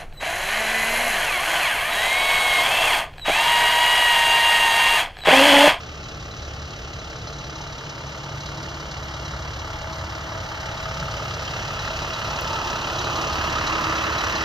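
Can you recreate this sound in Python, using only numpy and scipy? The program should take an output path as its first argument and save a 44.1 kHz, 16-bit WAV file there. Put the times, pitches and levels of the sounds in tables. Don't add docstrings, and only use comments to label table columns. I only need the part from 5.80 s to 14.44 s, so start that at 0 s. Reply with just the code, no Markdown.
import sys
import numpy as np
from scipy import signal
from scipy.fft import rfft, irfft, next_fast_len
from scipy.io import wavfile

SR = 44100
rng = np.random.default_rng(int(sys.argv[2]) if len(sys.argv) > 2 else 0)


def transcribe(u):
    v = np.clip(np.atleast_2d(u).T, -1, 1)
    q = np.round(v * 32767).astype(np.int16)
    wavfile.write(sys.argv[1], SR, q)


N = 381024
TIME = np.arange(N) / SR
SPEED_M_PER_S, NEAREST_M, NEAREST_S = 2.774, 5.38, 8.18
TURN_START_S, TURN_END_S = 4.94, 8

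# knock/dB, clatter/dB, pump/dB
CYLINDERS = [(-1.2, -.2, -1), (0, -1.3, -9), (-.5, 1.3, 0), (0, -.5, -8), (.5, 1.3, 0), (.5, -1.3, -9)]
KNOCK_DB, CLATTER_DB, PUMP_DB = np.transpose(CYLINDERS)


def combustion(crank, near_db, side, screen_db):
    # f/Hz, relative level/dB
    block_spectrum = [(600, -19), (780, -9.5), (860, -5), (1010, 3), (1130, 2), (1290, 2), (1420, 1),
                      (1600, -2), (2000, -2), (2300, -6), (2700, -5.5), (3600, -37.5)]
    housing_spectrum = [(420, -25.5), (510, -5.5), (570, 3), (630, 2.5), (740, 2), (850, -1), (1100, -34)]
    panel_spectrum = [(150, -23), (205, -0.5), (255, 1.5), (295, -1.5), (345, 0.5), (400, -1), (440, 2.5),
                      (490, 1.5), (580, -24.5)]
    thuds = firings(crank, KNOCK_DB, rise_s=.00038, decay_s=.0064, bed=.72,
                    uneven_db=.5, repeat=.53, grain_db=0)
    knocks = firings(crank, KNOCK_DB, rise_s=.0016, decay_s=.011, bed=.4 + .04 * side,
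                     uneven_db=.7, repeat=.4, grain_db=.5)
    recede_db = swell(at_s=5.4, half_s=.4, db=-1.7)
    block = from_db(-28.5 + near_db + recede_db) * colour(knocks, block_spectrum)
    gone_by_db = 2 * np.maximum(TIME - NEAREST_S, 0)
    housing_db = -35 + .84 * near_db - gone_by_db + screen_db / 2
    housing = from_db(housing_db) * colour(knocks + thuds, housing_spectrum)
    panels = from_db(-46 + 9 * side + screen_db / 2) * colour(thuds, panel_spectrum)
    return block + housing + panels


def valves(crank, near_db, screen_db):
    # f/Hz, relative level/dB
    spectrum = [(1700, -27), (2200, 2), (2650, 7), (3000, 3.5), (3400, -1.5), (3900, -15)]
    seatings = firings(crank + .09, KNOCK_DB, rise_s=.0075, decay_s=.0084, bed=.25,
                       uneven_db=1.8, repeat=.42, grain_db=1.2)
    return from_db(-32.5 + .95 * near_db + screen_db) * colour(seatings, spectrum)


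def injectors(crank, near_db, side, screen_db):
    # f/Hz, relative level/dB
    spectrum = [(3000, -16), (3600, -2), (3980, 1), (4400, -0.5), (5200, -0.5), (5800, -3), (6250, -1.5),
                (6900, -9.5), (7800, -20)]
    rattle = firings(crank + .05, CLATTER_DB, rise_s=.006, decay_s=.013, bed=.2 + .02 * side,
                     uneven_db=1.1, repeat=.3, grain_db=.9)
    return from_db(-35.5 + .82 * near_db + screen_db) * colour(rattle, spectrum)


def fuel_pump(crank, near_db, side, screen_db):
    # f/Hz, relative level/dB
    spectrum = [(3000, -25.5), (3700, -37), (3920, 19), (4060, -2), (4300, -2), (5000, -60), (5900, 11),
                (6250, -16), (6600, -26), (8000, -49)]
    taps = firings(crank - .02, PUMP_DB, rise_s=.0023, decay_s=.016, bed=.04 + .18 * side,
                   uneven_db=1, repeat=.19, grain_db=1.5)
    return from_db(-45.5 + .93 * near_db + screen_db) * colour(taps, spectrum)


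def sizzle(crank, near_db):
    # f/Hz, relative level/dB
    spectrum = [(6000, -12), (7400, 3), (8600, 0), (10000, -6), (11400, 1.5), (12500, 1), (14000, -3),
                (15500, -8)]
    hiss = firings(crank, CLATTER_DB, rise_s=.0022, decay_s=.0066, bed=1.1,
                   uneven_db=2, repeat=0, grain_db=2)
    return from_db(-53.5 + 1.2 * near_db + .94 * drift(21)) * colour(hiss, spectrum)


def hard_knocks():
    # t/s, level/dB, run length/s
    blows = [(1.469, -32, 0), (4.975, -29.5, 0), (5.056, -21, 0), (5.113, -32, 0), (5.169, -27.5, 0),
             (5.226, -25, .12), (5.397, -24.5, .12), (5.568, -28, 0), (5.624, -26, .06), (5.736, -30, 0),
             (5.849, -28, .06), (5.969, -27, 0), (7.556, -19.5, 0), (7.762, -22, 0), (7.783, -22, 0),
             (7.873, -22.5, .06), (7.986, -21, .06), (8.101, -21, .06)]
    # f/Hz, relative level/dB, decay/s
    modes = [(880, -10, .004), (1190, -11, .006), (1275, 0, .0085), (1400, -10, .005), (1620, -11, .004),
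             (2950, -11, .002), (4900, -12, .003)]
    return ring(runs(blows), modes)


def pump_pings(rise_s=.0025, decay_s=.015, detune=.014, uneven_db=1.5, gain_db=.8):
    # t/s, relative level/dB, run length/s
    pings = [(.238, -41, 0), (.318, -41, 0), (.509, -38.5, 0), (.57, -43, .12), (.793, -41.5, .06),
             (1.132, -41, 0), (1.187, -39, 0), (1.357, -38, 0), (1.47, -36, 0), (1.527, -40.5, .06),
             (1.64, -38, 0), (1.696, -41, 0), (1.752, -36, 0), (1.81, -35.5, 0), (1.866, -41.5, 0),
             (1.923, -38, .06), (2.047, -41, 0), (2.094, -37.5, 0), (2.266, -38, 0), (2.493, -39, 0),
             (2.604, -35.5, 0), (2.658, -35, 0), (2.893, -39, 0), (3.224, -41, 0), (3.339, -37, 0),
             (3.451, -35, 0), (3.794, -37, 0), (5.993, -33, 0), (6.333, -33, 0), (7.186, -30.5, .06),
             (7.355, -29.5, 0), (7.868, -30.5, 0), (8.152, -30.5, 0), (8.381, -28.5, 0), (8.553, -27.5, 0)]
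    # f/Hz, width/Hz, relative level/dB
    bands = [(3200, 400, -11), (4010, 150, -2), (5200, 650, -9), (6170, 280, -5.5)]
    out, age = np.zeros(N + SR), TIME[:SR // 10]
    envelope = (1 - np.exp(-age / rise_s)) * np.exp(-age / decay_s)
    bins_hz = np.arange(len(age) // 2 + 1) * SR / len(age)
    hz, width_hz, band_db = np.transpose(bands)[:, :, None]
    for s, db in runs(pings):
        centre_hz = hz * (1 + detune * rng.standard_normal(hz.shape))
        phases = np.exp(2j * np.pi * rng.random((len(hz), len(bins_hz))))
        clusters = irfft(np.exp(-((bins_hz - centre_hz) / width_hz) ** 2) * phases, len(age))
        clusters /= clusters.std(axis=1, keepdims=True)
        strength = from_db(db + gain_db + band_db + uneven_db * rng.standard_normal(hz.shape))
        start = round(s * SR)
        out[start:start + len(age)] += (strength * clusters).sum(0) * envelope
    return direct_only(out[:N])


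def exhaust(crank, near_db):
    # t/s, level of order 2/dB, level of order 4/dB
    drone_levels = [(0, -43.5, -50), (1.2, -43.5, -46.5), (2.5, -48.5, -41), (3.6, -40, -44),
                    (4.8, -44.5, -45), (6, -44.5, -44), (7.2, -47, -41.5), (7.8, -37.5, -45),
                    (8.64, -41, -54)]
    # t/s, level/dB
    boom_levels = [(0, -47), (3.55, -45.5), (3.75, -40), (4.45, -41.5), (5.08, -47), (5.25, -38),
                   (5.75, -38), (6.1, -42), (6.6, -39), (8.64, -40)]
    # f/Hz, relative level/dB
    rumble_spectrum = [(25, -47), (30, -29), (35.5, 1), (43, -28), (55, 4.5), (68, 0), (85, -0.5), (118, 0),
                       (130, -3.5), (160, -3), (190, -8), (240, -23.5)]
    boom_spectrum = [(75, -17), (88, 2.5), (100, 0), (116, 2.5), (128, -1.5), (150, -17)]
    surge_db = swell(at_s=5.21, half_s=.055, db=6)
    second_db, fourth_db = in_time(drone_levels)
    drone = 0
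    for order, db in (1, -48 + .33 * near_db), (2, second_db + surge_db), (4, fourth_db):
        amplitude = np.sqrt(2) * from_db(db + 2.56 * drift(2.5))
        drone += amplitude * np.sin(2 * np.pi * order * crank + .65 * drift(4.9))
    turbulence = rng.standard_normal((2, N))
    rumble = from_db(-36.5 + .23 * near_db + surge_db) * colour(turbulence, rumble_spectrum)
    puffs = rng.standard_normal((2, N)) * (1 + .98 * np.cos(2 * np.pi * crank))
    boom = from_db(in_time(boom_levels)[0]) * colour(puffs, boom_spectrum)
    return rumble + boom + direct_only(drone)


def hums(near_db):
    # f/Hz, width/Hz, steady share, base level/dB, share of the distance loss
    modes = [(321.5, 14.7, 0.44, -55.5, 0.0098), (349, 15, 0, -52.5, 0.77), (528.4, 6.7, 0.56, -49, 0.86),
             (649, 7, 0.85, -47.5, 0.36), (902, 48, 0.04, -44, 0.72), (1255, 31, 0, -40.5, 1.8)]
    # f/Hz, t/s, half length/s, gain/dB
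    beams = [(320, 1.85, .25, 6), (320, 3.05, .75, 9), (320, 4.35, .3, 5.5), (320, 8.2, 1.25, 18.5),
             (352, 7.04, 0.63, 12.5), (529, 4.5, 0.39, 3), (652, .2, .8, -9), (652, 4.2, 0.55, 6),
             (652, 5.03, 0.33, 8.5), (652, 6.3, 0.4, 6.5), (652, 7.5, 0.27, 12.5), (652, 8.45, .2, 5),
             (890, 2.3, 0.78, 4.5)]
    out = 0
    for hz, width_hz, steady, db, loss_share in modes:
        beam_db = sum(swell(*beam) for beam_hz, *beam in beams if abs(beam_hz / hz - 1) < .06)
        out += resonance(hz, width_hz, steady, db + loss_share * near_db + beam_db)
    return out


def whines(steady=.12):
    # t/s, half length/s, f/Hz, glide/(Hz/s), width/Hz, level/dB
    glides = [(4.602, 0.74, 855, -10, 28, -43), (6.76, 0.2, 896, 20.5, 29, -37),
              (6.8, 0.25, 933, 30.5, 24, -43), (6.851, 0.4, 1295, -79.5, 22, -38.5),
              (7.419, 0.27, 846, -100, 100, -37.5), (7.468, 0.14, 1232, 189.5, 7.6, -34.5),
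              (7.85, 0.24, 995, 90.5, 47, -36), (8.15, 0.25, 1176, 10, 13, -39),
              (8.15, 0.25, 1287, 12.5, 18, -37.5)]
    out = 0
    for s, half_s, hz, hz_per_s, width_hz, db in glides:
        envelope = np.exp(-.5 * ((TIME - s) / half_s) ** 2)
        out += envelope * resonance(hz + hz_per_s * (TIME - s), width_hz, steady, db)
    return out


def clanks():
    # t/s, level/dB, f/Hz
    blows = [(1.805, -27.5, 900), (5.677, -24.5, 2950), (6.328, -24.5, 1530), (7.61, -25, 1750),
             (8.495, -27, 2800)]
    # ratio to its pitch, relative level/dB, decay/s
    modes = [(.55, -9, .004), (.97, -1, .006), (1.03, -2, .006), (1.38, -11, .004), (1.7, -11, .004)]
    return sum(ring([(s, db)], np.multiply(modes, [hz, 1, 1])) for s, db, hz in blows)


def tyre_grit(band_hz=(6000, 15000), decay_s=.0007, gain_db=6):
    # t/s, relative peak level/dB
    snaps = [(6.6104, -28.5), (7.7578, -42), (8.0132, -35), (8.5145, -36.5)]
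    out, age = np.zeros(N + SR), TIME[:SR // 20]
    band = signal.butter(2, band_hz, "band", fs=SR, output="sos")
    for s, db in snaps:
        burst = signal.sosfilt(band, rng.standard_normal(len(age)) * np.exp(-age / decay_s))
        start = round(s * SR)
        out[start:start + len(age)] += from_db(db + gain_db) * burst / np.abs(burst).max()
    return direct_only(out[:N])


def spectral_dips(hz, s):
    # t/s, f/Hz, depth/dB (negative is a lift)
    low_dip = [(0, 980, 10), (1.4, 990, 7), (2.1, 1010, 4), (4, 1020, 1), (5.1, 1050, 4), (5.8, 1060, 5.5),
               (6.6, 1050, 1.5), (7.4, 1110, -1), (8.64, 1130, -2.5)]
    mid_dip = [(0, 1750, 1.5), (2, 1750, 1.5), (5.6, 1730, -0.5), (6.3, 1750, 1), (7.45, 1750, 4),
               (7.65, 1750, 0), (8.64, 1750, -3)]
    high_dip = [(0, 2360, 3), (2, 2540, 5), (3.7, 2530, 10), (5.3, 2500, 5), (6.2, 2270, 3),
                (6.85, 2240, 7), (7.3, 2180, 6), (7.9, 2280, -2), (8.64, 2430, 0)]
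    gain = 1
    for dip, width_hz in (low_dip, 75), (mid_dip, 350), (high_dip, 146):
        centre_hz, depth_db = in_time(dip, s)
        gain *= from_db(-depth_db * np.exp(-((hz[:, None] - centre_hz) / width_hz) ** 2))
    return gain


def microphones(sound):
    # f/Hz, likeness 0-1, left phase lead far/rad, close/rad, L-R far/dB, close/dB
    pair = [(130, 1.0, 0.0, 0.0, -0.1, -0.2), (320, 0.91, -0.2, -0.8, 2.3, 2.0),
            (500, 0.85, -0.0, -0.9, -2.1, -3.3), (700, 0.89, 0.9, -0.6, 1.1, 0.4),
            (920, 0.8, 0.7, -0.3, -0.4, -5.9), (1300, 0.94, 0.1, -0.4, 1.1, -2.9),
            (1750, 0.91, -1.6, -1.4, -0.5, -0.8), (2400, 0.91, -2.8, -3.3, -1.3, -0.0),
            (3300, 0.9, -5.5, -5.9, -0.9, -1.1), (4200, 1.0, -6.3, -6.3, 0.0, 0.1),
            (6200, 0.93, -7.2, -7.2, -0.3, -0.5), (7500, 0.66, -8.0, -8.1, -0.8, -0.6),
            (9500, 0.9, -9.3, -9.3, 0, 0), (11500, 0.8, -10.6, -10.6, 0, 0),
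            (13200, 0.95, -12.4, -12.4, 0, 0)]
    hz, s, spectra = signal.stft(sound, SR, nperseg=1024)
    direct, scattered = spectra * spectral_dips(hz, s)
    pair_hz, *columns = np.transpose(pair)
    alike, phase_far, phase_close, pan_far, pan_close = [np.interp(hz, pair_hz, c)[:, None]
                                                         for c in columns]
    side = side_on(s)
    phase = phase_far + side * (phase_close - phase_far)
    pan_db = pan_far + side * (pan_close - pan_far)
    lean = from_db(pan_db / 2) * np.exp(.5j * phase)
    shared = np.sqrt((1 + alike) / 2) * direct
    apart = np.sqrt((1 - alike) / 2) * scattered
    return signal.istft([(shared + apart) * lean, (shared - apart) / lean], SR)[1][:, :N]


def firings(crank, cylinder_db, rise_s, decay_s, bed, uneven_db, repeat, grain_db):
    stroke = np.floor(crank).astype(int)
    cylinder = stroke % len(cylinder_db)
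    age_s = (crank - stroke) / (np.gradient(crank) * SR)
    strength = from_db(cylinder_db[cylinder] + uneven_db * rng.standard_normal(1024)[stroke])
    burst = strength * (1 - np.exp(-age_s / rise_s)) * np.exp(-age_s / decay_s)
    habit = rng.standard_normal((2, len(cylinder_db), SR // 10))[:, cylinder, (age_s * SR).astype(int)]
    fresh = rng.standard_normal((2, N)) * rms_one(from_db(grain_db * drift(93)))
    return (np.sqrt(repeat) * habit + np.sqrt(1 - repeat) * fresh) * np.hypot(burst, bed)


def runs(rows, repeat_s=2 / 35.35, uneven_db=1):
    return [(s + k * repeat_s, db + (k > 0) * uneven_db * rng.standard_normal())
            for s, db, length_s in rows for k in range(1 + int(length_s / repeat_s))]


def ring(blows, modes, uneven_db=1, detune=.012, attack_s=.0012):
    out, age = np.zeros(N + SR), TIME[:SR // 10]
    hz, mode_db, decay_s = np.transpose(modes)[:, :, None]
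    for s, db in blows:
        strength = from_db(db + mode_db + uneven_db * rng.standard_normal(hz.shape))
        pitch = hz * (1 + detune * rng.standard_normal(hz.shape))
        tones = np.sin(2 * np.pi * (pitch * age + rng.random(hz.shape))) * np.exp(-age / decay_s)
        start = round(s * SR)
        out[start:start + len(age)] += (strength * tones).sum(0) * np.minimum(age / attack_s, 1)
    return direct_only(out[:N])


def resonance(hz, width_hz, steady, level_db):
    phase = 2 * np.pi * np.cumsum(hz * np.ones(N)) / SR
    cos, sin = np.cos(phase), np.sin(phase)
    shaken = rms_one(np.array([drift(width_hz) * cos + drift(width_hz) * sin for _ in range(2)]))
    tone = direct_only(np.sqrt(2) * np.sin(phase + 1.32 * drift(1.15)))
    return from_db(level_db) * (np.sqrt(steady) * tone + np.sqrt(1 - steady) * shaken)


def colour(x, spectrum, skirt_db_per_octave=30):
    size = next_fast_len(N + SR // 2, True)
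    hz, db = np.transpose(spectrum)
    octaves, points = np.log2(np.arange(size // 2 + 1) * SR / size + 1), np.log2(hz)
    outside = np.abs(octaves - np.clip(octaves, points[0], points[-1]))
    gain_db = np.interp(octaves, points, db) - skirt_db_per_octave * np.minimum(outside, 2)
    cepstrum = irfft(np.log(from_db(gain_db)), size)
    cepstrum[1:size // 2] *= 2
    cepstrum[size // 2 + 1:] = 0
    return rms_one(irfft(rfft(x, size) * np.exp(rfft(cepstrum)), size)[..., :N])


def drift(rate_hz, hop=40, settle=2000):
    pole = np.exp(-2 * np.pi * rate_hz * hop / SR)
    noise = rng.standard_normal(N // hop + settle + 2)
    slow = signal.lfilter([1], [1, -2 * pole, pole * pole], noise)[settle:]
    return np.interp(np.arange(N) / hop, np.arange(len(slow)), rms_one(slow))


def side_on(s):
    return np.clip((s - TURN_START_S) / (TURN_END_S - TURN_START_S), 0, 1)


def swell(at_s, half_s, db):
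    return db * np.exp(-((TIME - at_s) / half_s) ** 2)


def in_time(rows, at_s=TIME):
    s, *columns = np.transpose(rows)
    return [np.interp(at_s, s, c) for c in columns]


def direct_only(x):
    return x * [[1], [0]]


def from_db(db):
    return 10 ** (np.asarray(db) / 20)


def rms_one(x):
    return x / np.sqrt(np.mean(x ** 2) + 1e-20)


def scene():
    # t/s, firing rate/Hz
    idle = [(0, 35.75), (1.2, 35.3), (3.4, 35.36), (4.1, 35.72), (4.8, 35.39), (6.2, 35.2), (8.64, 35.08)]
    crank = -.11 + np.cumsum(in_time(idle)[0]) / SR
    distance_m = np.hypot(NEAREST_M, SPEED_M_PER_S * (TIME - NEAREST_S))
    near_db = 20 * np.log10(NEAREST_M / distance_m)
    side = side_on(TIME)
    screen_db = swell(at_s=4.3, half_s=.75, db=-2.1)
    engine = combustion(crank, near_db, side, screen_db) + valves(crank, near_db, screen_db)
    engine += injectors(crank, near_db, side, screen_db) + fuel_pump(crank, near_db, side, screen_db)
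    engine += sizzle(crank, near_db) + hard_knocks() + pump_pings()
    background = tyre_grit() + hums(near_db) + whines() + clanks()
    return microphones(engine + exhaust(crank, near_db) + background)


def record(dry, cutoff_hz=15500):
    return signal.sosfilt(signal.ellip(14, .1, 80, cutoff_hz, fs=SR, output="sos"), dry)


dry = scene()
out = record(dry)
transcribe(out)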